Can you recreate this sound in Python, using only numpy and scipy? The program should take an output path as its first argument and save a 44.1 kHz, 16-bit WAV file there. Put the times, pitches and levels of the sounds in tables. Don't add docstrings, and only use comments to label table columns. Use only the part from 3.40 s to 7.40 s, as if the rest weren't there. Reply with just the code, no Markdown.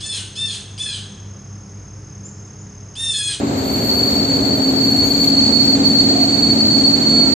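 import sys
import numpy as np
from scipy import signal
from scipy.fft import rfft, irfft
from scipy.io import wavfile
from scipy.ndimage import uniform_filter1d, minimum_filter1d

SR = 44100
rng = np.random.default_rng(int(sys.argv[2]) if len(sys.argv) > 2 else 0)


def dump(signal):
    limited = np.clip(np.atleast_2d(signal).T, -1, 1)
    pcm = np.round(limited * 32767).astype(np.int16)
    wavfile.write(sys.argv[1], SR, pcm)


N = 176400
T = np.arange(N) / SR
HZ = np.maximum(np.arange(N // 2 + 1) * SR / N, 1)
SIDE = np.array([[1], [-1]])
WHEEL_HZ, SHOE_COUNT = 4447, 4

# frequency in Hz, relative level in dB.
RUMBLE_SPECTRUM = [(20, -38), (42, -23), (55, -14.5), (66, -0.5), (76, -3), (110, 2), (150, -2), (210, 2),
                   (340, -1), (480, -4.5), (720, -7.5), (1050, -19), (1500, -22), (3000, -28), (8000, -79)]
# frequency in Hz, side against mid in dB.
RUMBLE_WIDTH = [(60, -20), (200, -16), (370, -7.5), (690, -3), (1260, 5.5), (2300, -5.5)]
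# time in seconds, drone gain in dB, rumble gain in dB.
PASS_BY = [(0, -4.5, -22.5), (.7, -5.5, -22), (1.2, 0, -23), (2, -1, -23), (2.7, 0, -23), (3.3, 1, -23),
           (3.92, -0.5, -22.5)]
# multiple of the shaft rate, level at mid-pass in dB, growth in dB per second.
DRONE_PARTIALS = [(8, -38, -2), (10, -39.5, -0.5), (11, -35, 1), (13, -38, -0.5), (14, -26.5, 1.14),
                  (15, -29, -1.5), (16, -33, 1.5), (17, -23, 0), (18, -23.5, 0), (19, -38, -1),
                  (20, -35.5, 2), (21, -43, -1), (22, -40.5, -1.5), (24, -45, -1.5), (25, -38, -4),
                  (28, -39, -1)]
# frequency in Hz, relative level in dB.
KNOCK_SPECTRUM = [(800, -20), (1900, 3), (3500, -9), (7000, -2), (10000, -22), (14500, -5)]
# frequency in Hz, relative level in dB.
HISS_SPECTRUM = [(600, -1.5), (1300, -4.5), (2200, 3), (3000, -2.5), (3900, 6), (4450, 11.5), (4850, -1),
                 (5950, -4), (6300, 4.5), (7600, -1), (7900, -2), (8600, -6.5), (9500, -53.5), (12500, -15),
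                 (15000, -25)]
# time in seconds, gain in dB.
HISS_SWELL = [(0, -35), (.5, -31), (1.4, -31.5), (2.15, -29), (2.7, -29), (3.5, -30), (3.92, -29)]
# peak time in seconds, fade either side in seconds, pitch in Hz, width in Hz, level in dB.
WHEEL_MODES = [(1.669, .04, 6640, 90, -29.5), (1.8, .08, 6760, 59, -33), (2.049, 0.06, 6540, 90, -35),
               (1.12, .22, 610.5, 35, -31), (2.8, .2, 694, 68, -26), (3.82, .16, 1361, 17, -40.5),
               (3.83, 0.18, 2270, 60, -44.5)]
# time in seconds, fundamental's offset from the wheel note in Hz, third harmonic's level in dB.
WHISTLE_MOVES = [(0, -2, -58.5), (.1, -4.5, -53), (.25, -9, -39.5), (.56, -10.5, -33), (.8, -7, -42.5),
                 (1.35, -11, -42.5), (1.65, -21, -37.5), (1.88, -20, -38), (2.07, -15, -58.5),
                 (2.27, -12, -43.5), (2.45, -14, -55), (2.7, -13.5, -48.5), (3.22, -12, -51),
                 (3.48, -12, -59.5), (3.63, -13, -49), (3.92, -12.5, -54.5)]
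# time in seconds, level in dB, unsteadiness as a factor,
# offset from the wheel note in Hz, left over right in dB.
SQUEAL_MOVES = [(0, -46, 1, 12.5, -4), (.16, -33.5, .8, 11.5, 2.5), (.33, -25, 1.2, 5.5, 1),
                (.43, -23.5, 1.47, 1.5, -4), (.51, -15, 1.48, -2, 1.5), (.85, -19.5, 1.63, 4, 2),
                (1.33, -20, 1.47, -2.5, 2.5), (1.43, -16.5, 1.41, -2, 0), (1.7, -16, 1.41, -3, 3),
                (2.07, -12.5, 1.3, -7.5, 0.5), (2.17, -11.5, 1.094, -5.5, -4), (2.35, -11.5, .8, 2.5, -1.5),
                (2.38, -30, 1, 2, -1), (2.41, -17, 1.002, 2, 0), (2.48, -9, 0.67, 1.5, -4.5),
                (2.72, -16.5, 1.1, -2, 1), (2.89, -15, 0.813, -1.5, -0.5), (3.13, -11.5, 0.702, 1, -2.5),
                (3.22, -14, 0.89, -1.5, 2), (3.49, -11, 0.71, -6, -3.5), (3.6, -17, 0.95, -7.5, -2.5),
                (3.72, -16, 0.79, -10, -3), (3.92, -12.5, 0.85, -9.5, 2)]


def undb(db):
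    return 10 ** (np.asarray(db) / 20)


def unit(x):
    return x / np.sqrt(np.mean(x ** 2))


def curve(rows, column=1):
    rows = np.array(rows, float)
    return np.interp(T, rows[:, 0], rows[:, column])


def colour(points):
    hz, db = np.array(points, float).T
    return undb(np.interp(np.log(HZ), np.log(hz), db))


def noise(gain, channels=2):
    return unit(irfft(rfft(rng.standard_normal((channels, N))) * gain, N))


def resonance(hz, width_hz):
    return 1 / (1 + ((HZ - hz) / (.78 * width_hz)) ** 4)


def wobble(rate_hz):
    return noise(1 / (1 + (HZ / rate_hz) ** 4), channels=1)[0]


def pan(db):
    return unit(undb(np.array([[db], [-db]]).reshape(2, -1) / 2))


def phase_of(hz):
    return 2 * np.pi * (np.cumsum(hz) / SR + rng.random())


def wheel_rumble():
    mid, side = noise(colour(RUMBLE_SPECTRUM))
    side = irfft(rfft(side) * colour(RUMBLE_WIDTH), N)
    return (mid + side * SIDE) * undb(curve(PASS_BY, column=2) + 0.49 * wobble(8.4))


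def machine_drone(shaft_hz=15.66, smear_turns=.4, mid_pass_s=2, waver_db=2.5, side_db=-16):
    shaft = phase_of(shaft_hz * (1 + 0.0011 * wobble(3.4)))
    drone = 0
    for multiple, db, growth in DRONE_PARTIALS:
        lag = np.pi * smear_turns * multiple ** 2
        phase = multiple * shaft - lag + 0.27 * wobble(4.6)
        side = undb(side_db) * np.sin(phase + 2 * wobble(0.78)) * SIDE
        level = undb(db + growth * (T - mid_pass_s) + waver_db * wobble(3.6))
        drone += np.sqrt(2) * level * (np.sin(phase) + side)
    return drone * undb(curve(PASS_BY))


def gear_knock(start_s=3.125, decay_s=.016, level_db=-33):
    envelope = (T >= start_s) * np.exp(-np.abs(T - start_s) / decay_s)
    return noise(colour(KNOCK_SPECTRUM)) * undb(level_db) * envelope


def shoe_hiss():
    sizzle = noise(resonance(hz=7340, width_hz=480)) * undb(-7) * pan(23.5)
    hiss = noise(colour(HISS_SPECTRUM))
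    return (hiss + sizzle) * undb(curve(HISS_SWELL) + 0.74 * wobble(25))


def wheel_rings():
    rings = 0
    for peak_s, fade_s, hz, width_hz, db in WHEEL_MODES:
        swell = np.exp(-2 * ((T - peak_s) / fade_s) ** 2)
        rings += noise(resonance(hz, width_hz)) * undb(db) * swell
    return rings


def station_echo(x, t60_s=1, predelay_s=0.0058):
    tail = rng.standard_normal((2, N)) * undb(-60 * T / t60_s) * (T > predelay_s)
    tail /= np.sqrt(np.sum(tail ** 2, axis=1, keepdims=True))
    return signal.fftconvolve(x[None], tail, axes=1)[:, :N]


def near_whistle(jitter_hz=5, octave_db=-10.5, rasp_db=-12, echo_db=-14):
    phase = phase_of(WHEEL_HZ + curve(WHISTLE_MOVES) + jitter_hz * wobble(120))
    tone = np.sin(3 * phase) + undb(octave_db) * np.sin(2 * phase)
    tone *= 1 + undb(rasp_db) * wobble(110)
    tone *= undb(curve(WHISTLE_MOVES, column=2) + 2 * wobble(30))
    return tone * pan(-24) + undb(echo_db) * station_echo(tone)


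def brake_squeal(octave_db=-36, third_db=-40.5, shoe_step_db=-2, echo_db=-1.5):
    unsteadiness = curve(SQUEAL_MOVES, column=2)
    centre_hz = WHEEL_HZ + curve(SQUEAL_MOVES, column=3)
    direct, echo_send = 0, 0
    for shoe in range(SHOE_COUNT):
        detune = 9 * (-1) ** shoe * np.ceil(shoe / 2)
        drift = 9 * wobble(9.136)
        stick_slip = 16 * wobble(90.5)
        phase = phase_of(centre_hz + unsteadiness * (detune + drift + stick_slip))
        ears = phase + 2 * np.pi * rng.random((2, 1)) + 1.077 * np.array([wobble(2.83), wobble(1.75)])
        octave = undb(octave_db) * pan(-5.5) * np.sin(2 * ears)
        third = undb(third_db) * np.sin(3 * ears)
        level = undb(shoe_step_db * shoe + 1.6 * wobble(15))
        tone = level * (np.sin(ears) + octave + third)
        direct += tone
        echo_send += tone[0]
    squeal = unit(unit(direct) + undb(echo_db) * unit(station_echo(echo_send)))
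    return squeal * undb(curve(SQUEAL_MOVES)) * pan(curve(SQUEAL_MOVES, column=4))


def scene():
    brakes = brake_squeal() + near_whistle() + wheel_rings() + shoe_hiss()
    return brakes + machine_drone() + wheel_rumble() + gear_knock()


def record(dry, ceiling=0.83, reaction_s=0.0056, stop_s=3.94, top_hz=15050):
    span = int(reaction_s * SR)
    needed_gain = ceiling / np.maximum(np.abs(dry).max(axis=0), ceiling)
    gain = uniform_filter1d(minimum_filter1d(needed_gain, 2 * span), span)
    fade_out = np.clip((stop_s - T) / .005, 0, 1)
    low_pass = signal.ellip(8, .2, 70, top_hz, fs=SR, output="sos")
    return signal.sosfilt(low_pass, dry * gain * fade_out)


dry = scene()
out = record(dry)
dump(out)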